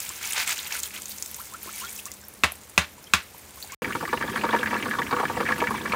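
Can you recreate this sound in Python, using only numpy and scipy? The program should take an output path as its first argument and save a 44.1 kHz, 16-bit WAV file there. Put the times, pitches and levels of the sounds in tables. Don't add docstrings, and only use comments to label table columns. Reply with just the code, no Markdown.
import sys
import numpy as np
from scipy import signal
from scipy.fft import rfft, irfft
from scipy.io import wavfile
from scipy.ndimage import uniform_filter1d

SR = 44100
rng = np.random.default_rng(int(sys.argv[2]) if len(sys.argv) > 2 else 0)


def inscribe(sig):
    pcm = np.round(np.clip(np.atleast_2d(sig).T, -1, 1) * 32767)
    wavfile.write(sys.argv[1], SR, pcm.astype(np.int16))


def gain_from_db(level_db):
    decades = np.asarray(level_db, float) / 20
    return 10 ** decades


N = 262395


def evened(x):
    return x / np.sqrt(np.mean(x ** 2) + 1e-20)


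def read(points, hz):
    f, value = np.transpose(points)
    return np.interp(np.log(hz + 1), np.log(f + 1), value)


def level_db(curve):
    s, db = np.transpose(curve)
    return np.interp(np.arange(N) / SR, s, db)


def add(mix, s, sound):
    part = mix[round(s * SR):][:len(sound)]
    part += sound[:len(part)]


def coloured(x, spectrum):
    gain = gain_from_db(read(spectrum, np.fft.rfftfreq(len(x), 1 / SR)))
    return evened(irfft(rfft(x) * gain, len(x)))


def resonate(x, hz, width):
    radius = np.exp(-np.pi * width / SR)
    pole = np.exp(2j * np.pi * hz / SR)
    return 2 * signal.lfilter([1 - radius], [1, -radius * pole], x).real


def crackle(per_s, spread_db, tail_s):
    chance, size = rng.random(N) * SR / per_s, np.zeros(N)
    hit = chance < 1
    size[hit] = gain_from_db(spread_db * np.minimum(-np.log(chance[hit] + 1e-9), 3.5))
    power = signal.lfilter([1], [1, -np.exp(-1 / (tail_s * SR))], size ** 2)
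    return evened(np.sqrt(power) * rng.standard_normal(N))


def patchy(spectrum, patchy_db, flicker_db):
    frames = N // 128 + 5
    a, b, patches = rng.standard_normal((frames, 257, 3)).T
    patches = uniform_filter1d(patches, size=14, axis=0)
    patches = evened(uniform_filter1d(patches, size=5, axis=1))
    flicker = evened(uniform_filter1d(rng.standard_normal(frames), size=3))
    z = (a + 1j * b) * gain_from_db(patchy_db * patches + flicker_db * flicker)
    return coloured(signal.istft(z, nperseg=512, noverlap=384)[1][:N], spectrum)


def puff(hz, width, t60, rise_s, hold_s=0, snap=0):
    t = np.arange(4000) / SR
    fall_db = -60 * np.maximum(t - hold_s, 0) / t60 - 250 * np.minimum(t, hold_s)
    drive = rng.standard_normal(len(t)) * gain_from_db(fall_db) * (1 - np.exp(-t / rise_s))
    drive[round(rise_s * SR)] += snap * np.sqrt(SR / width)
    sound = resonate(resonate(drive, hz, width), hz, width)
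    return sound / abs(sound).max()


def shaking():
    # time in seconds, level in dB.
    flow = [(0, -38), (.19, -44), (.45, -46.5), (.9, -47.5), (1.02, -44.5), (1.41, -44), (1.6, -50),
            (1.95, -42), (2.12, -55), (3.1, -53.5), (3.53, -49.5), (3.75, -49)]
    # middle in seconds, length in seconds, sliding seeds in dB, spray in dB.
    shakes = [(0.114, 0.61, -43.5, -54), (0.253, 0.11, -35.5, -39.5), (0.323, 0.16, -37.5, -38.5),
              (0.399, 0.12, -24.5, -34), (0.504, 0.098, -26.5, -33), (0.591, 0.096, -37.5, -39.5),
              (0.659, 0.094, -39, -40.5), (0.747, 0.12, -33, -37), (0.796, 0.027, -48, -37),
              (0.856, 0.092, -42.5, -37), (0.963, 0.088, -39, -42), (1.105, 0.063, -59, -42),
              (1.658, 0.12, -46.5, -42.5), (1.78, 0.25, -45, -40.5), (1.987, .07, -65, -42),
              (2.069, 0.028, -58, -40), (2.154, 0.089, -72, -48.5), (3.624, 0.16, -63, -45),
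              (3.736, 0.12, -43.5, -67)]
    sharp = 0.93
    t, flow_db = np.arange(N) / SR, level_db(flow)
    spray = gain_from_db(flow_db) ** 2
    slide = gain_from_db(-51.5 + 0.67 * (flow_db + 45.5)) ** 2
    for middle, length, seeds_db, spray_db in shakes:
        swell = np.cos(np.pi * np.clip((t - middle) / length, -.5, .5)) ** 2
        spray = spray + gain_from_db(spray_db) ** 2 * swell ** sharp
        slide = slide + gain_from_db(seeds_db) ** 2 * swell ** sharp
    return np.sqrt(spray), np.sqrt(slide)


def rinse():
    # pitch in Hz, density in dB per Hz.
    spray_colour = [(1470, -18), (2500, -5), (4850, -3.5), (6760, 1.5), (9640, 1.5), (11700, -3),
                    (14600, 4), (16000, -5), (16500, -18)]
    # pitch in Hz, density in dB per Hz.
    seed_colour = [(180, -56), (300, -11), (769, -6), (955, -3), (1060, -7), (1520, -1), (1910, -3.5),
                   (2160, -2.5), (3130, -1), (6990, -4.5), (12000, -24), (15600, -51.5), (22000, -120)]
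    spray, slide = shaking()
    mist = np.zeros(N)
    for hz in np.geomspace(3500, 15000, num=6):
        mist += resonate(crackle(330, 3.3, 0.0005), hz, 0.29 * hz) / np.sqrt(hz)
    mist_left = np.where(np.arange(N) < 2.9 * SR, 1, 0.66)
    fizz = patchy(spray_colour, 4.5, 3.5) + 1.3 * coloured(mist, spray_colour) * mist_left
    ticks = np.zeros(N)
    for hz in np.geomspace(900, 9000, num=14):
        ticks += resonate(crackle(400, 3.8, 0.00031), hz, 0.22 * hz) / np.sqrt(hz)
    seeds = coloured(ticks, seed_colour) + 0.7 * patchy(seed_colour, 2.2, 1.2)
    seeds += 1.34 * resonate(seeds, 2230, 600)
    return spray * evened(fizz) + gain_from_db(-1.5) * slide * evened(seeds)


def drops():
    # start in seconds, peak in dB, pitch in Hz.
    tap_drops = [(0.0034, -12, 7400), (0.051, -24, 7130), (0.0918, -16.5, 7560), (0.159, -24.5, 6130),
                 (0.2294, -31, 7980), (0.23, -21, 6500), (0.2484, -23, 9080), (0.255, -17, 6490),
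                 (0.2752, -17.5, 6910), (0.307, -15, 10500), (0.323, -14, 6900), (0.333, -11, 9100),
                 (0.381, -16, 6750), (0.3944, -23, 4580), (0.4064, -28, 4500), (0.4633, -24, 7500),
                 (0.476, -10.5, 7520), (0.4934, -14, 7350), (0.5094, -12.5, 7300), (0.528, -14, 6460),
                 (0.5601, -22, 6100), (0.5796, -25, 5940), (0.58, -18.5, 6490), (0.631, -21, 6540),
                 (0.672, -21, 7310), (0.7253, -14.5, 5600), (0.7474, -24, 6690), (0.7904, -18, 9300),
                 (0.802, -18, 6720), (0.8332, -10.5, 7300), (0.9495, -26, 7580), (1.02, -19.5, 7800),
                 (1.057, -19.5, 6350), (1.0827, -24, 7180), (1.0939, -19, 14500), (1.162, -26, 13200),
                 (1.184, -20.5, 6750), (1.2247, -11.5, 6600), (1.261, -18, 6950), (1.3142, -20, 12600),
                 (1.3446, -18, 6800), (1.3644, -22, 14100), (1.3992, -25, 13700), (1.4157, -22, 12300),
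                 (1.4556, -28, 8110), (1.538, -22, 7750), (1.6317, -19, 14200), (1.7823, -21, 10500),
                 (1.8097, -25, 8520), (1.8941, -24, 7490), (1.9051, -23, 9210), (1.953, -25, 13100),
                 (1.963, -24, 7100)]
    # start in seconds, peak in dB, pitch in Hz.
    clacks = [(0.0425, -39, 4040), (0.0626, -30, 2780), (0.1035, -34, 1500), (0.2125, -32, 1500),
              (0.2125, -32, 2250), (0.24, -20, 2540), (0.3107, -24.5, 2630), (0.3317, -20.5, 3100),
              (0.3591, -22, 2280), (0.4754, -22, 2240), (0.4774, -15, 2440), (0.5042, -15.5, 2170),
              (0.5721, -25, 2660), (0.5894, -20.5, 3550), (0.665, -23, 3180), (0.708, -22, 1700),
              (0.7216, -18.5, 2600), (0.7517, -20.5, 1580), (0.8355, -22.5, 3700), (0.856, -26, 3410),
              (0.9067, -29, 2280), (0.9358, -34, 2300), (0.9478, -30, 2560), (0.9623, -25, 3250),
              (1.0326, -32, 4160), (1.058, -40, 2440), (1.095, -41, 2540), (1.1176, -27.5, 4360)]
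    # start in seconds, peak in dB, start pitch in Hz,
    # pitch factor, length in seconds.
    gurgles = [(1.383, -39.5, 865, 1.4, 0.022), (1.4, -37.5, 1246, 1.14, 0.012),
               (1.521, -40, 1006, 1.16, 0.026), (1.539, -32.5, 1176, 1.34, 0.018),
               (1.67, -35.5, 1023, 1.06, 0.016), (1.689, -32, 1130, 1.35, 0.0097),
               (1.814, -35, 957, 1.24, 0.027), (1.832, -33.5, 1312, 1.13, 0.0324),
               (2.06, -37, 1036, 1.2, 0.015), (2.07, -44, 1600, 1.4, 0.0204),
               (3.718, -36, 988, 1.23, 0.024), (0.099, -38.5, 953, 1.3, 0.016)]
    # start in seconds, peak in dB, start pitch in Hz, length in seconds.
    small_bubbles = [(1.66, -31, 427, 0.0024), (1.668, -42.5, 330, 0.024), (1.735, -43, 2240, 0.027),
                     (1.809, -34.5, 2830, 0.0087), (1.876, -39, 2230, 0.026), (1.867, -36, 3180, 0.0087),
                     (1.99, -32, 2570, 0.0053), (2.082, -39.5, 2650, 0.0065), (2.105, -43, 2030, 0.013),
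                     (2.231, -44, 1540, 0.0095), (2.238, -42, 5300, 0.011), (2.519, -35, 656, 0.0044),
                     (2.976, -46, 940, 0.019), (3.066, -43.5, 3060, 0.014), (3.099, -46, 2180, 0.0082),
                     (3.343, -41.5, 920, 0.0099), (3.571, -44.5, 1050, 0.016), (3.627, -37, 4420, 0.014),
                     (3.643, -42, 770, 0.0066), (3.69, -45, 1540, 0.015), (3.696, -43, 2140, 0.016),
                     (3.728, -39.5, 2290, 0.013)]
    # start in seconds, peak in dB, pitch in Hz.
    drips = [(2.0004, -27, 12900), (2.0557, -16.5, 7060), (2.064, -27, 7000), (2.117, -18.5, 6260),
             (2.138, -26, 8950), (2.2134, -32, 7350), (2.2514, -33, 14300), (2.2842, -22.5, 14400),
             (2.3381, -29.5, 10100), (2.39, -36, 10900), (2.5202, -18.5, 11500), (2.5546, -29, 8500),
             (2.6145, -35, 7330), (2.635, -34, 7100), (2.6968, -29, 9600), (2.8709, -36, 14500),
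             (3.0255, -40, 6420), (3.042, -31, 5640), (3.2286, -38, 8400), (3.3817, -29, 12800),
             (3.5079, -32, 8420), (3.5588, -30, 14000), (3.6265, -21.5, 4240), (3.675, -29, 8250),
             (3.7214, -24, 6700)]
    out = np.zeros(N)
    for s, db, hz in clacks + [(2.519, -32, 2400), (1.996, -31, 3200)]:
        add(out, s - .0004, gain_from_db(db - 2.5) * puff(hz, 0.38 * hz, 0.019, 0.00038, 0.0017, 0.96))
    for s, db, hz in tap_drops + drips:
        tick = puff(13500, 6000, 0.009, .0002, snap=3)
        smack = puff(hz, 0.39 * hz, 0.023, 0.0003, snap=1.7) + 0.9 * tick
        add(out, s - .0004, gain_from_db(db - 1.86) * smack)
    small_bubbles = [(s, db, hz, 1.05, length) for s, db, hz, length in small_bubbles]
    for s, db, hz, rise, length in gurgles + small_bubbles:
        u = np.arange(0, 1, 1 / (length * 1.67 * SR))
        wobble = .4 * evened(uniform_filter1d(rng.standard_normal(len(u)), size=60))
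        swell = np.sin(np.pi * u ** 0.53) ** 2.6 * (1 + wobble)
        pitch = hz * rise ** (1.53 * u) * (1 + .03 * wobble)
        add(out, s, gain_from_db(db - 1.2) * swell * np.sin(2 * np.pi * np.cumsum(pitch) / SR))
    return out


def knocks():
    # start in seconds, peak in dB, thump in dB, brightness in dB,
    # hollow body in dB, relative length of the clatter.
    blows = [
        (2.435, -3, -34, 0.5, 1.5, 0.99),
        (2.777, -1, -31.5, 2, -3.5, 1.1),
        (3.135, -1, -37.5, 5.5, -15.5, 1.18),
    ]
    # pitch in Hz, level in dB, t60 in seconds.
    rim = [(81.7, 2, 0.14), (177.4, 1.5, 0.09), (1152, -3.5, 0.033), (584, -14, 0.069), (1288, 2, 0.015),
           (1600, -2, 0.016), (1984, -15, 0.094), (2650, 5, 0.021), (3720, -11.5, 0.02),
           (4490, -16.5, 0.014), (5000, -31.5, 0.015), (1096, -14, 0.074), (1620, -11.5, 0.066),
           (2790, -17.5, 0.074)]
    # pitch in Hz, density in dB per Hz.
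    clatter_colour = [(120, -46), (200, -13.5), (254, -10.5), (503, -14.5), (1270, -8), (2700, -11),
                      (3020, -12.5), (4130, -16.5), (14800, -41), (16500, -33)]
    # pitch in Hz, t60 in seconds.
    clatter_t60 = [(200, 0.043), (1500, 0.19), (4000, 0.21), (10000, 0.14)]
    out, t = np.zeros(N), np.arange(12000) / SR
    for s, db, thump_db, bright_db, body_db, linger in blows:
        modes = []
        for hz, mode_db, t60 in rim:
            fall = gain_from_db(mode_db + rng.uniform(-1.6, 2.6) - 60 * t / t60)
            modes.append(fall * np.sin(2 * np.pi * hz * t))
        thump = sum(modes[:2]) * (1 - np.exp(-t / 0.0025))
        thump /= 1 + (t / .045) ** 10

        hz, at, z = signal.stft(coloured(rng.standard_normal(len(t)), clatter_colour), SR, nperseg=128)
        z = z * gain_from_db(-60 * at / linger / read(clatter_t60, hz)[:, None])
        clatter = signal.istft(z, SR, nperseg=128)[1][:len(t)]
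        clatter *= 1 + 2.7 * gain_from_db(-60 * t / 0.036) + 0.79 * np.exp(-((t - .011) / 0.0053) ** 2)
        clatter *= gain_from_db(1.8 * evened(uniform_filter1d(rng.standard_normal(len(t)), size=150)))

        crack = puff(7000, 4600, 0.083, 0.00042) + 0.4 * puff(14000, 7000, 0.025, .0002)
        crack = gain_from_db(bright_db - 15) * crack - 1.15 * puff(2530, 3000, 0.01, 0.0009, snap=8.0)
        blow = (0.5 * sum(modes[2:]) + 0.099 * clatter) * (1 - np.exp(-(t / 0.0011) ** 2))
        blow[:len(crack)] += crack
        blow += (gain_from_db(body_db) - 1) * resonate(blow, 574, 410)
        blow = blow / abs(blow).max() + gain_from_db(.5 * thump_db - 6.5) * thump
        add(out, s + 0.00045, gain_from_db(db) * blow)
    return out


def bursting_bubbles(heat_db):
    # pitch in Hz, density in dB per Hz.
    simmer_colour = [(15, -54), (25, -14), (69, -15), (230, 14.5), (431, -21), (487, -6), (650, -7),
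                     (934, -6), (1480, -2.5), (1670, -0.5), (2900, -10), (8000, -19.5), (10400, -55),
                     (17600, -120)]
    # start in seconds, peak in dB, pitch in Hz.
    large = [(3.819, -16, 490), (3.952, -11, 1140), (4.028, -14, 567), (4.544, -8, 506), (4.13, -7.5, 937),
             (4.209, -14.5, 1190), (4.241, -16.5, 490), (4.438, -9, 950), (4.444, -11.5, 330),
             (4.49, -10.5, 1160), (4.534, -6.5, 937), (4.594, -19.5, 493), (4.729, -10.5, 937),
             (4.751, -13, 1140), (4.857, -12, 1250), (4.987, -10.5, 930), (5.11, -12.5, 1100),
             (5.127, -6, 1000), (5.165, -11, 1140), (5.198, -8, 890), (5.23, -9.5, 810), (5.298, -12, 890),
             (5.369, -14, 626), (5.404, -7, 1140), (5.502, -9.5, 1140), (5.618, -5, 804),
             (5.708, -11.5, 970), (5.742, -15.5, 930), (5.854, -18, 1140), (5.935, -11, 950)]
    # start in seconds, peak in dB, pitch in Hz.
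    small = [(3.845, -14, 2060), (3.9238, -19, 1900), (4.053, -18.5, 1760), (4.1742, -20.5, 1740),
             (4.2245, -12.5, 1620), (4.36, -12.5, 1620), (4.374, -15.5, 1650), (4.411, -28, 2520),
             (4.5283, -15, 1780), (4.5486, -14.5, 1700), (4.63, -11.5, 1540), (4.6595, -13.5, 1850),
             (4.6727, -13, 1820), (4.7099, -17.5, 1930), (4.7418, -16, 1820), (4.8257, -14.5, 2420),
             (4.9115, -13, 1700), (4.936, -16, 1600), (4.99, -21, 1600), (5.0184, -14, 1740),
             (5.066, -23, 2290), (5.253, -12.5, 1620), (5.454, -20, 1900), (5.462, -15, 1700),
             (5.488, -11, 1700), (5.521, -8, 1820), (5.6032, -16.5, 2490), (5.672, -14, 1860),
             (5.858, -17, 1740), (5.9219, -13.5, 2290), (4.329, -31, 1500), (4.764, -17, 1700),
             (5.358, -36, 1480), (5.371, -19, 1790), (5.422, -24, 1500), (5.56, -26, 1900),
             (5.581, -22, 1300), (5.64, -17.5, 1700), (5.687, -19, 1600), (5.779, -20.5, 1900),
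             (5.282, -25, 2200), (3.906, -21.5, 1400), (3.878, -24, 1500), (4.009, -23.5, 1300),
             (4.078, -21.5, 1140), (4.091, -22.5, 1910), (4.278, -24, 1600), (4.882, -20.5, 1510),
             (4.95, -17.5, 1390), (5.142, -17.5, 1390), (5.186, -17, 1300), (5.212, -20, 990),
             (5.313, -25, 1100), (4.563, -14, 1500), (4.452, -17, 1500), (4.8, -28, 1300), (5.0, -22, 1040),
             (5.243, -24, 955), (5.876, -23, 1700), (5.757, -27, 2200)]
    # start in seconds, peak in dB, pitch in Hz.
    smallest = [(3.826, -23.5, 2750), (3.845, -27, 2620), (3.931, -22, 2750), (4.0124, -36, 2780),
                (4.0743, -35, 4200), (4.0897, -34, 2700), (4.1307, -29, 3180), (4.174, -23.5, 2770),
                (4.2095, -36, 2590), (4.2773, -28.5, 3460), (4.3347, -34, 2640), (4.3581, -25, 3150),
                (4.3931, -27, 2540), (4.412, -19, 2600), (4.435, -36, 4690), (4.4494, -30, 3800),
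                (4.5075, -23, 3570), (4.5896, -21.5, 3190), (4.6107, -24, 2730), (4.6589, -28, 2580),
                (4.7084, -25, 2470), (4.7433, -23, 2610), (4.802, -27, 2770), (4.8266, -24, 2570),
                (4.909, -32, 3010), (4.9882, -24, 3600), (5.0311, -27.5, 3120), (5.0685, -27.5, 2990),
                (5.1104, -29, 4170), (5.1294, -39, 2760), (5.1618, -31, 2750), (5.2242, -34, 2540),
                (5.2815, -40, 2590), (5.3115, -40, 3120), (5.3614, -28, 2780), (5.4766, -20.5, 2500),
                (5.521, -42, 3600), (5.5599, -39, 2770), (5.5797, -26, 2660), (5.6078, -22, 2540),
                (5.6716, -29, 2660), (5.7071, -41, 3100), (5.745, -35, 3000), (5.7787, -33, 2530),
                (5.8009, -31, 2520), (5.8153, -25.5, 3540), (5.8956, -29, 2580), (5.922, -24, 4190)]
    grains = np.zeros(N)
    for hz in np.geomspace(450, 3600, num=8):
        grains += resonate(crackle(60, 2.6, .003), hz, .3 * hz) / np.sqrt(hz)
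    clicks = .8 * crackle(130, 3.0, .003)
    bursts = gain_from_db(heat_db - 4.0) * coloured(evened(grains) + clicks, simmer_colour)
    for s, db, hz in large:
        pop = puff(hz, hz, 0.046, 0.00054, 0.008, 0.64) + 0.4 * puff(330, 380, 0.13, 0.0005, 0.0033, 0.41)
        add(bursts, s - .0012, gain_from_db(db - 6.0) * pop)
    for s, db, hz in small:
        pop = puff(hz, 0.33 * hz, 0.04, 0.00065, 0.0061, 0.99)
        pop += 0.54 * puff(1520, 1900, 0.021, .0005, 0.0028, 0.2)
        add(bursts, s - .0009, gain_from_db(db - 2.5) * pop)
    for s, db, hz in smallest:
        snap = puff(hz, 0.17 * hz, 0.031, .0004, 0.0014, 0.64) + .45 * puff(3000, 3000, 0.0086, .0003, snap=1.9)
        add(bursts, s - .0005, gain_from_db(db - 1.5) * snap)
    bursts = signal.sosfilt(signal.butter(2, 230, "high", fs=SR, output="sos"), bursts)
    fine = np.zeros(N)
    for hz in np.geomspace(2600, 4100, num=5):
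        fine += resonate(resonate(crackle(18, 3.7, 0.013), hz, 0.14 * hz), hz, 0.15 * hz)
    return bursts + gain_from_db(-48.5) * evened(fine)


def pot():
    # time in seconds, level in dB.
    heat = [(3.82, -31), (4.0, -37), (4.2, -34), (4.36, -29.5), (4.75, -31), (5.2, -35.5), (5.45, -29),
            (5.8, -33), (5.95, -29)]
    # pitch in Hz, width in Hz, level in dB.
    wall_modes = [(219.2, 27, -16), (490, 23, 5), (937, 25, 11), (1140, 125, -3), (1700, 55, -3.5),
                  (2290, 39, 1), (3190, 36, -14), (4170, 18, -46), (4700, 66, -1)]
    # pitch in Hz, density in dB per Hz.
    flame_colour = [(30, -12), (70, -1), (150, 0), (400, 1.5), (900, -68)]
    heat_db = level_db(heat)
    bursts = bursting_bubbles(heat_db)
    wall = 0.69 * bursts
    for hz, width, db in wall_modes:
        wall += gain_from_db(0.62 * db + 1.5) * resonate(bursts, hz, width)
    hz, width = wall_modes[0][:2]
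    low = evened(resonate(resonate(rng.standard_normal(N), hz, .5 * width), hz, 3 * width))
    rumble = gain_from_db(-39.5 + 2.5 * (heat_db + 32)) * low
    return wall + gain_from_db(-4.5) * rumble + gain_from_db(-39) * patchy(flame_colour, 2.2, 0.3)


def salt():
    # pitch in Hz, density in dB per Hz.
    salt_colour = [(1760, -52), (3000, -5), (5500, -2.5), (9260, -3.5), (11100, -7.5), (15000, -5),
                   (16100, -7), (16500, -49)]
    # start in seconds, peak in dB.
    clumps = [(3.9424, -35), (4.358, -31.5), (4.6289, -34), (4.8888, -34), (5.577, -31.5), (5.7016, -32)]
    out = gain_from_db(-45) * patchy(salt_colour, 1.94, 0.99)
    for s, db in clumps:
        add(out, s, gain_from_db(db) * puff(10400, 7000, 0.087, 0.0047))
    return out


def yard_echo(wet):
    echo = rng.standard_normal(3000) * gain_from_db(-60 * np.arange(3000) / SR / 0.23)
    echo = np.pad(echo / np.linalg.norm(echo), (90, 0))
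    return gain_from_db(-12.0) * signal.oaconvolve(wet, echo)[:N]


def distant_machine():
    hz, width = 204.6, 13.6
    return gain_from_db(-63.5) * evened(resonate(resonate(rng.standard_normal(N), hz, width), hz, width))


def scene():
    # pitch in Hz, density in dB per Hz.
    yard_colour = [(15, -57), (25, -20), (70, 3), (111, -8), (202, -9), (445, -9.5), (584, -10),
                   (651, -13.5), (926, -12), (1150, -14), (1510, -16), (1730, -16), (3150, -24),
                   (14000, -24), (16500, -58)]
    yard_end_s, pot_start_s = 3.747, 3.8202
    t = np.arange(N) / SR
    wet = rinse() + drops() + knocks()
    yard = wet + yard_echo(wet) + gain_from_db(-51) * patchy(yard_colour, 0.52, 0.2) + distant_machine()
    return (yard * (t < yard_end_s) + (pot() + salt()) * (t > pot_start_s))[None]


def low_pass(x):
    return signal.sosfilt(signal.butter(12, 16640, fs=SR, output="sos"), x)


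def record(dry):
    thin = signal.sosfilt(signal.butter(3, 55, "high", fs=SR, output="sos"), dry)
    band = signal.firwin(255, 15850, window=("kaiser", 6), fs=SR)
    limited = signal.oaconvolve(thin, band[None], "same")
    finished = np.clip(limited, -1, 1)
    return low_pass(finished)


dry = scene()
out = record(dry)
inscribe(out)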